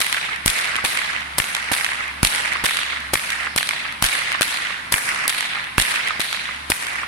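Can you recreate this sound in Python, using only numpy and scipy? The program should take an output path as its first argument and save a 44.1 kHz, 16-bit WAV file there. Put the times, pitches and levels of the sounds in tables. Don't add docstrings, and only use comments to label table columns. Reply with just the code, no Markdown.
import sys
import numpy as np
from scipy import signal
from scipy.fft import rfft, irfft
from scipy.io import wavfile
from scipy.ndimage import uniform_filter1d

SR = 44100
rng = np.random.default_rng(int(sys.argv[2]) if len(sys.argv) > 2 else 0)


def generate_wav(sig):
    pcm = np.round(np.clip(np.atleast_2d(sig).T, -1, 1) * 32767).astype(np.int16)
    wavfile.write(sys.argv[1], SR, pcm)


N = 311787

# (time [s], length [s], body level [dB], treble over body [dB], left over right [dB],
# thump level [dB], rolling echo level [dB], its lift near 3.7 kHz [dB], delay of the second hit [s],
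# second hit gain [dB], near walls gain [dB], houses gain [dB])
FOREHAND_CRACKS = [(0.46, 0.0022, -15, 8, 1, -15.5, -23, -2.5, 0.018, 0, -1.1, 0.75),
                   (2.2307, 0.0016, -9, 2, -4, -7.5, -22.5, -2, .0176, 0.5, 0, -0.88),
                   (4.024, 0.0025, -11, 2.5, -2, -20, -23, .4, .0165, -3.5, 0, 1),
                   (5.7811, 0.0018, -2.5, -4, -6, -8, -23, 0, .0173, -1, 0.88, 0.67)]
BACKHAND_CRACKS = [(1.383, 0.0056, -19.5, 7.9, 1.3, -29.5, -25.5, -3.5, 0.017, -0.91, 2, -2.5),
                   (3.135, 0.0064, -18, 4.3, 0.17, -20.5, -24.5, -4.5, 0.019, -1.9, 1, -6),
                   (4.9223, 0.0045, -21.5, 9.9, 2, -30, -21, -8, .0174, 0.54, 3, -14),
                   (6.701, 0.007, -24.5, 9.8, 1.6, -21.5, -25.5, -5.5, .0175, 0.29, -9, -13)]
FAR_CRACKS = [(0.003, 0.0038, -26, 6, 1, -36.5, -21.5, 0.5, 0.00018, -5, 1, 0),
              (0.84, 0.013, -22.5, -11, -6, -31, -20.5, 0.7, .0093, 2.5, -12, -2),
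              (1.716, 0.0071, -18.5, -2.5, -4, -28, -21, -2, .0059, -17, 0, -0.5),
              (2.6385, 0.0081, -20, -2.5, -4, -25, -22, 3, 0.0078, -7, 3, -2),
              (3.561, 0.0028, -21, 5.5, 1, -22, -24, 3, 0.0055, -21, 4, -0.5),
              (4.41, 0.0022, -13, -2, 1, -27.5, -22, 1.6, .009, 6, -11, -7),
              (5.279, 0.0019, -23, 15, -3, -46, -23.5, 4.5, 0.0049, -27, -1, -4),
              (6.1958, 0.0044, -24, -2.5, -6, -26, -25.5, 5, 0.0083, -2, -7.5, -4.5)]
# (time after the second hit [s], length [s],
# body level [dB], treble over body [dB], left over right [dB], head start of the left side [s])
FOREHAND_ECHOES = [(0, 0.0031, -10.5, 3.5, -4.5, .0004), (0.0166, 0.00085, -14.5, -1.5, 13, .00037),
                   (0.0217, 0.0045, -20.5, 7, -3, 0.00024), (0.111, 0.0021, -17, -1.5, 1, 0.00056),
                   (.2777, .0018, -12.5, -10.5, -1, .00045), (0.286, .0018, -23, 3, 9, .0002)]
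BACKHAND_ECHOES = [(0, 0.0028, -8.5, -9, 0, .0004), (0.0202, 0.002, -19, -5.5, -9, -0.0038),
                   (0.0417, 0.00075, -15.5, -7.5, -2, .00002), (0.1493, 0.0027, -13.5, 1.5, -3.5, -.00016),
                   (.166, .0018, -13.5, -5.5, -2, -.00042), (.287, .0018, -14, -25, -3, .00045)]
FAR_SNAP_AND_ECHOES = [(0, .003, -14, 1, 4, 0.01), (.011, 0.0021, -12.5, 1.5, -0.5, -0.0044),
                       (0.0186, 0.0026, -16.5, -9, -10, -.00002), (0.0419, 0.0021, -17.5, -13, -3, 0),
                       (0.0626, 0.002, -16, -7, -5, .00002), (0.1235, 0.002, -10.5, -3, -2.5, -.00014),
                       (0.1421, 0.003, -12.5, -13.5, -6, -.00045), (0.167, .003, -15.5, -17, -2, .0001),
                       (0.3576, 0.0016, -23.5, -5, 9, -.00018)]
# (frequency [Hz], level [dB])
CRACK_TONE = [(60, 0), (300, 1.5), (450, -2), (650, 2), (1100, 4), (2000, 1), (3500, 1), (5000, 2),
              (7000, -5), (8500, 2), (10000, 5.5), (12000, 0.5), (16000, -16)]
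HIT_TONE = [(60, -34), (200, -18.5), (350, -19), (750, -8), (1200, -1.5), (2000, 5.5), (2700, 2), (3500, 5),
            (5000, -2.5), (7000, -5), (10000, -1), (12000, -7.5), (16000, -51)]
SLOPE_TONE = [(60, -40), (500, -15), (850, -16), (1250, 4), (1700, -10), (2400, -9), (5000, -22),
              (16000, -50)]
ROLL_TONE = [(80, -38), (200, -15.5), (350, -21.5), (500, -12), (800, -9), (1300, -6), (2000, -0.5),
             (3100, -4), (4000, -3), (5200, -10), (7000, -14), (10000, -2), (12000, -10), (16000, -22.5)]
# (frequency [Hz], loss [dB/s])
AIR_ABSORPTION = [(500, 17), (2000, -2), (4000, 30.5), (7000, 44.5), (10000, 76.5), (15000, 132)]
# (frequency [Hz], likeness [-1 to 1])
STEREO_LIKENESS = [(50, 0.88), (130, 1), (260, 0.93), (500, -0.36), (1000, -0.27), (2000, 0.04),
                   (16000, -0.024)]
# (frequency [Hz], level [dB])
HUSH_TONE = [(25, -7), (70, -17), (120, 1), (250, 0), (450, -9), (1000, 5.5), (2000, 3), (4000, -3),
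             (7000, -19.5), (10000, -8.5), (16000, -41)]
# (time [s], level [dB])
ENGINE_LEVELS = [(0, -53), (.4, -48), (1.3, -47), (3.101, -44.5), (4, -50.5), (5.3, -55), (6.1, -52),
                 (6.55, -46.5), (7.07, -48)]

BODY_HZ, TREBLE_HZ = 700, 2800


def cracks(gain_db=1, rush_db=-23):
    out = np.zeros((2, N))
    for start, length, db, treble_db, pan_db, *_ in [*FOREHAND_CRACKS, *BACKHAND_CRACKS, *FAR_CRACKS]:
        crack = burst(length, db + gain_db, treble_db, pan_db, CRACK_TONE, same=0.33, fade=0.17, spiky=1)
        add(out, start, crack)
    for start, *_ in [*FOREHAND_CRACKS, *BACKHAND_CRACKS]:
        rush = last_rush(rush_db)
        add(out, start - rush.shape[1] / SR, rush)
    return out


def burst(length, db, treble_db, pan_db, tone, same, fade, spiky, size=2048):
    t, hz = np.arange(size) / SR, np.fft.rfftfreq(size, 1 / SR)
    progress = t / max(length, .0005)
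    shocks = rng.standard_normal((3, size)) * np.exp(spiky * rng.standard_normal(size))
    shocks *= np.exp(-fade * progress - 3 * np.maximum(progress - 1, 0))
    spectrum = rfft(np.sqrt(same) * shocks[0] + np.sqrt(1 - same) * shocks[1:])
    spectrum /= np.sqrt(uniform_filter1d(abs(spectrum) ** 2, size=70, axis=1))
    spectrum *= quick_filter(amp(curve_at(tone, hz)))
    power = abs(spectrum) ** 2 * 2 / size / (length * SR)
    body = np.sqrt(power[:, (hz > BODY_HZ) & (hz < TREBLE_HZ)].sum(1).mean())
    treble = np.sqrt(power[:, hz >= TREBLE_HZ].sum(1).mean())
    high = 1 / (1 + (TREBLE_HZ / (hz + 1)) ** 8)
    balance = quick_filter((1 - high) / body + high * amp(treble_db) / treble)
    sides = unit(amp(np.array([[pan_db], [-pan_db]]) / 2))
    return irfft(spectrum * balance) * amp(db) * sides


def last_rush(db, rise_s=.0028, size=700):
    band = signal.butter(2, [900, 11000], "bandpass", fs=SR)
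    hiss = signal.lfilter(*band, rng.standard_normal((2, size)))
    return amp(db) * unit(hiss) * np.exp((np.arange(size) - size) / SR / rise_s)


def thumps(even_db=-25, trade=0.68):
    out = np.zeros((2, N))
    for start, _, _, _, _, db, _, _, slap_s, *_ in FOREHAND_CRACKS:
        slap_time = start + slap_s
        add(out, start, thump(db + 4.5, width_s=0.0015, right_lag_s=0.00052))
        add(out, start, thump(db - 1, width_s=0.00043))
        add(out, slap_time, thump(db=-23.5, width_s=0.0084))
        add(out, slap_time, -thump(db=-13, width_s=0.00047, right_lag_s=0.0012))
        add(out, slap_time + FOREHAND_ECHOES[1][0], -thump(db=-27.5, width_s=0.0038))
    for start, _, _, _, _, db, _, _, slap_s, *_ in BACKHAND_CRACKS:
        add(out, start, thump(db + 3, width_s=0.0013))
        add(out, start, thump(db + 10.5, width_s=0.00055))
        add(out, start + 0.00304, thump(db + 5.5, width_s=0.00054))
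        slap_thump_db = -21 - trade * (db - even_db)
        add(out, start + slap_s, -thump(slap_thump_db, width_s=0.002, right_lag_s=0.00084))
    for start, _, _, _, _, db, *_ in FAR_CRACKS:
        add(out, start, thump(db + 8, width_s=0.00086))
    return out


def thump(db, width_s, right_lag_s=0, right_stretch=1.15, softness=0.73, size=4096):
    t = np.maximum(np.arange(size) / SR - np.array([[0], [right_lag_s]]), 0)
    progress = t / (width_s * np.array([[1], [right_stretch]]))
    pulse = progress * np.exp(-progress) * (1 - np.exp(-progress / softness))
    wave = -np.gradient(pulse, axis=1)
    return amp(db) * wave / abs(wave).max(1, keepdims=True)


def swish(whip, db, centre_hz, width_hz, lead_s, spread_s, size=256):
    t, hz = frame_grid(size)
    swing = sum(np.exp(-((t - start + lead_s) / spread_s) ** 2) for start, *_ in whip)
    band = np.exp(-((hz - centre_hz) / width_hz) ** 2)
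    return spread_noise(amp(db) * swing[:, None] * band / np.linalg.norm(band), size)


def later_hits(whip, hits, gain_db, slope_s, slope_db, houses_after_s=.08, bright_share=0.12):
    out = np.zeros((2, N))
    usual_treble_db = np.mean([row[3] for row in whip])
    for start, _, _, crack_treble_db, *_, second_s, second_db, walls_db, houses_db in whip:
        bright_db = bright_share * (crack_treble_db - usual_treble_db)
        for k, (delay, length, db, treble_db, pan_db, lead_s) in enumerate(hits):
            extra_db = second_db if k == 0 else walls_db if delay < houses_after_s else houses_db
            left, right = burst(length, db + extra_db + gain_db, treble_db + bright_db, pan_db,
                                HIT_TONE, same=0.61, fade=0.87, spiky=0.22)
            lag = round(lead_s * SR)
            hit = np.array([np.roll(left, max(-lag, 0)), np.roll(right, max(lag, 0))])
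            add(out, start + second_s + delay, hit)
        knock = burst(length=0.0047, db=slope_db, treble_db=-24, pan_db=-4,
                      tone=SLOPE_TONE, same=0.42, fade=0.1, spiky=0.27)
        add(out, start + second_s + slope_s, knock)
    return out


def rolling_echo(gain_db=-1.4, flicker_db=1.95, patch_db=2.0, right_lean=1.06, size=256):
    t, hz = frame_grid(size)
    tone = amp(curve_at(ROLL_TONE, hz)) ** 2
    tone /= tone[(hz > BODY_HZ) & (hz < TREBLE_HZ)].sum()
    power = tone * (
        scatter(FOREHAND_CRACKS, lot_db=-0.5, hold_s=(0.11, 0.33), hold_db=(0, 0.5), fade_db_s=92)
        + scatter(BACKHAND_CRACKS, lot_db=-3.5, hold_s=(0.11, 0.32), hold_db=(-2.5, 1.45), fade_db_s=153)
        + scatter(FAR_CRACKS, lot_db=-8.5, hold_s=(0.093, 0.33), hold_db=(-6, -4), fade_db_s=108))
    flicker = np.minimum(rng.exponential(1, len(t)), 5)[:, None] - 1
    patches = uniform_filter1d(rng.standard_normal(power.shape), size=9, axis=0)
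    patches = unit(uniform_filter1d(patches, size=5, axis=1))
    clumps = amp(gain_db + flicker_db * flicker + patch_db * patches)
    lean = curve_at([(400, -0.3), (1100, 1.25), (2200, 2.0), (4000, 0.4), (8000, -4.0), (12000, 1.1)], hz)
    sides = amp(right_lean * np.array([-lean, lean]))[:, None]
    return spread_noise(np.sqrt(power) * sides * clumps, size)


def scatter(whip, lot_db, hold_s, hold_db, fade_db_s, size=256):
    lot_peak_s, lot_rise_db_s, lot_fade_db_s = 0.015, 350, 67
    swell_db_s, valley_db, valley_fade_db_s = 194, -8, 12
    t, hz = frame_grid(size)
    lift = np.exp(-((hz - 3700) / 1100) ** 2)
    power = np.zeros((len(t), len(hz)))
    for start, _, _, _, _, _, db, lift_db, *_ in whip:
        live = (t > start + .004) & (t < start + 1)
        age = t[live, None] - start
        lot = lot_db - lot_fade_db_s * age - lot_rise_db_s * np.maximum(lot_peak_s - age, 0)
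        held_roll = np.interp(age, hold_s, hold_db) - swell_db_s * np.maximum(hold_s[0] - age, 0)
        held_roll -= fade_db_s * np.maximum(age - hold_s[1], 0)
        valley = valley_db - valley_fade_db_s * age
        tone = amp(db + lift_db * lift - age * curve_at(AIR_ABSORPTION, hz))
        power[live] += (amp(lot) ** 2 + amp(held_roll) ** 2 + amp(valley) ** 2) * tone ** 2
    return power


def outdoor_hush(db=-34.5, dip_share=0.16, size=2048):
    _, hz = frame_grid(size)
    hush = unit(spread_noise(amp(curve_at(HUSH_TONE, hz)), size))
    return amp(db - dip_share * dips()) * hush


def engine(pitch_hz=69.4, waver_hz=1.1, gain_db=1):
    pitch = pitch_hz + waver_hz * unit(uniform_filter1d(rng.standard_normal(N), size=5000))
    level_db = np.interp(np.arange(N) / SR, *np.transpose(ENGINE_LEVELS))
    return amp(level_db + gain_db - dips()) * unit(np.sin(2 * np.pi * np.cumsum(pitch) / SR))


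def dips(near_db=15, far_db=15.5, recovery_db_s=33):
    t = np.arange(N) / SR
    drops = [(start, near_db) for start, *_ in [*FOREHAND_CRACKS, *BACKHAND_CRACKS]]
    drops += [(start, far_db) for start, *_ in FAR_CRACKS]
    depths = [(t > start) * np.maximum(db - recovery_db_s * (t - start), 0) for start, db in drops]
    return np.max(depths, axis=0)


def spread_noise(gain, size):
    t, hz = frame_grid(size)
    a, b, c, d = rng.standard_normal((4, len(t), len(hz)))
    same = curve_at(STEREO_LIKENESS, hz)
    left = a + 1j * b
    right = same * left + np.sqrt(1 - same ** 2) * (c + 1j * d)
    spectra = np.array([left, right]) * gain
    _, noise = signal.istft(spectra.swapaxes(1, 2), nperseg=size, noverlap=size - size // 4)
    return noise[:, :N] * np.sqrt(1.5)


def frame_grid(size):
    hop = size // 4
    return np.arange(N // hop + 5) * hop / SR, np.fft.rfftfreq(size, 1 / SR)


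def quick_filter(gain):
    log_gain = np.log(np.maximum(gain, 1e-4 * gain.max()))
    mirrored = np.concatenate([log_gain, log_gain[-2:0:-1]])
    return np.exp(np.conj(signal.hilbert(mirrored)))[:len(gain)]


def curve_at(points, hz):
    point_hz, value = np.transpose(points)
    return np.interp(np.log(hz + 1), np.log(point_hz + 1), value)


def amp(db):
    return 10 ** (np.asarray(db) / 20)


def unit(x):
    return x / np.sqrt(np.mean(x ** 2) + 1e-20)


def add(mix, start, sound):
    part = mix[:, max(round(start * SR), 0):][:, :sound.shape[1]]
    part += sound[:, :part.shape[1]]


def scene():
    lashes = swish(FAR_CRACKS, db=-43, centre_hz=4730, width_hz=880, lead_s=0.044, spread_s=0.095)
    lashes += swish(BACKHAND_CRACKS, db=-46.5, centre_hz=5760, width_hz=3400, lead_s=0.31, spread_s=0.28)
    hits = later_hits(FOREHAND_CRACKS, FOREHAND_ECHOES, gain_db=-1.8, slope_s=.3072, slope_db=-19)
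    hits += later_hits(BACKHAND_CRACKS, BACKHAND_ECHOES, gain_db=-0.5, slope_s=.314, slope_db=-21)
    hits += later_hits(FAR_CRACKS, FAR_SNAP_AND_ECHOES, gain_db=-1.45, slope_s=.284, slope_db=-24.5)
    return cracks() + thumps() + lashes + hits + rolling_echo() + outdoor_hush() + engine()


def record(dry, cutoff_hz=16100):
    squashed = dry / (1 + dry ** 6) ** (1 / 6)
    lowpass = signal.firwin(401, cutoff_hz, window=("kaiser", 8), fs=SR)
    return signal.oaconvolve(squashed, lowpass[None], "same")


dry = scene()
out = record(dry)
generate_wav(out)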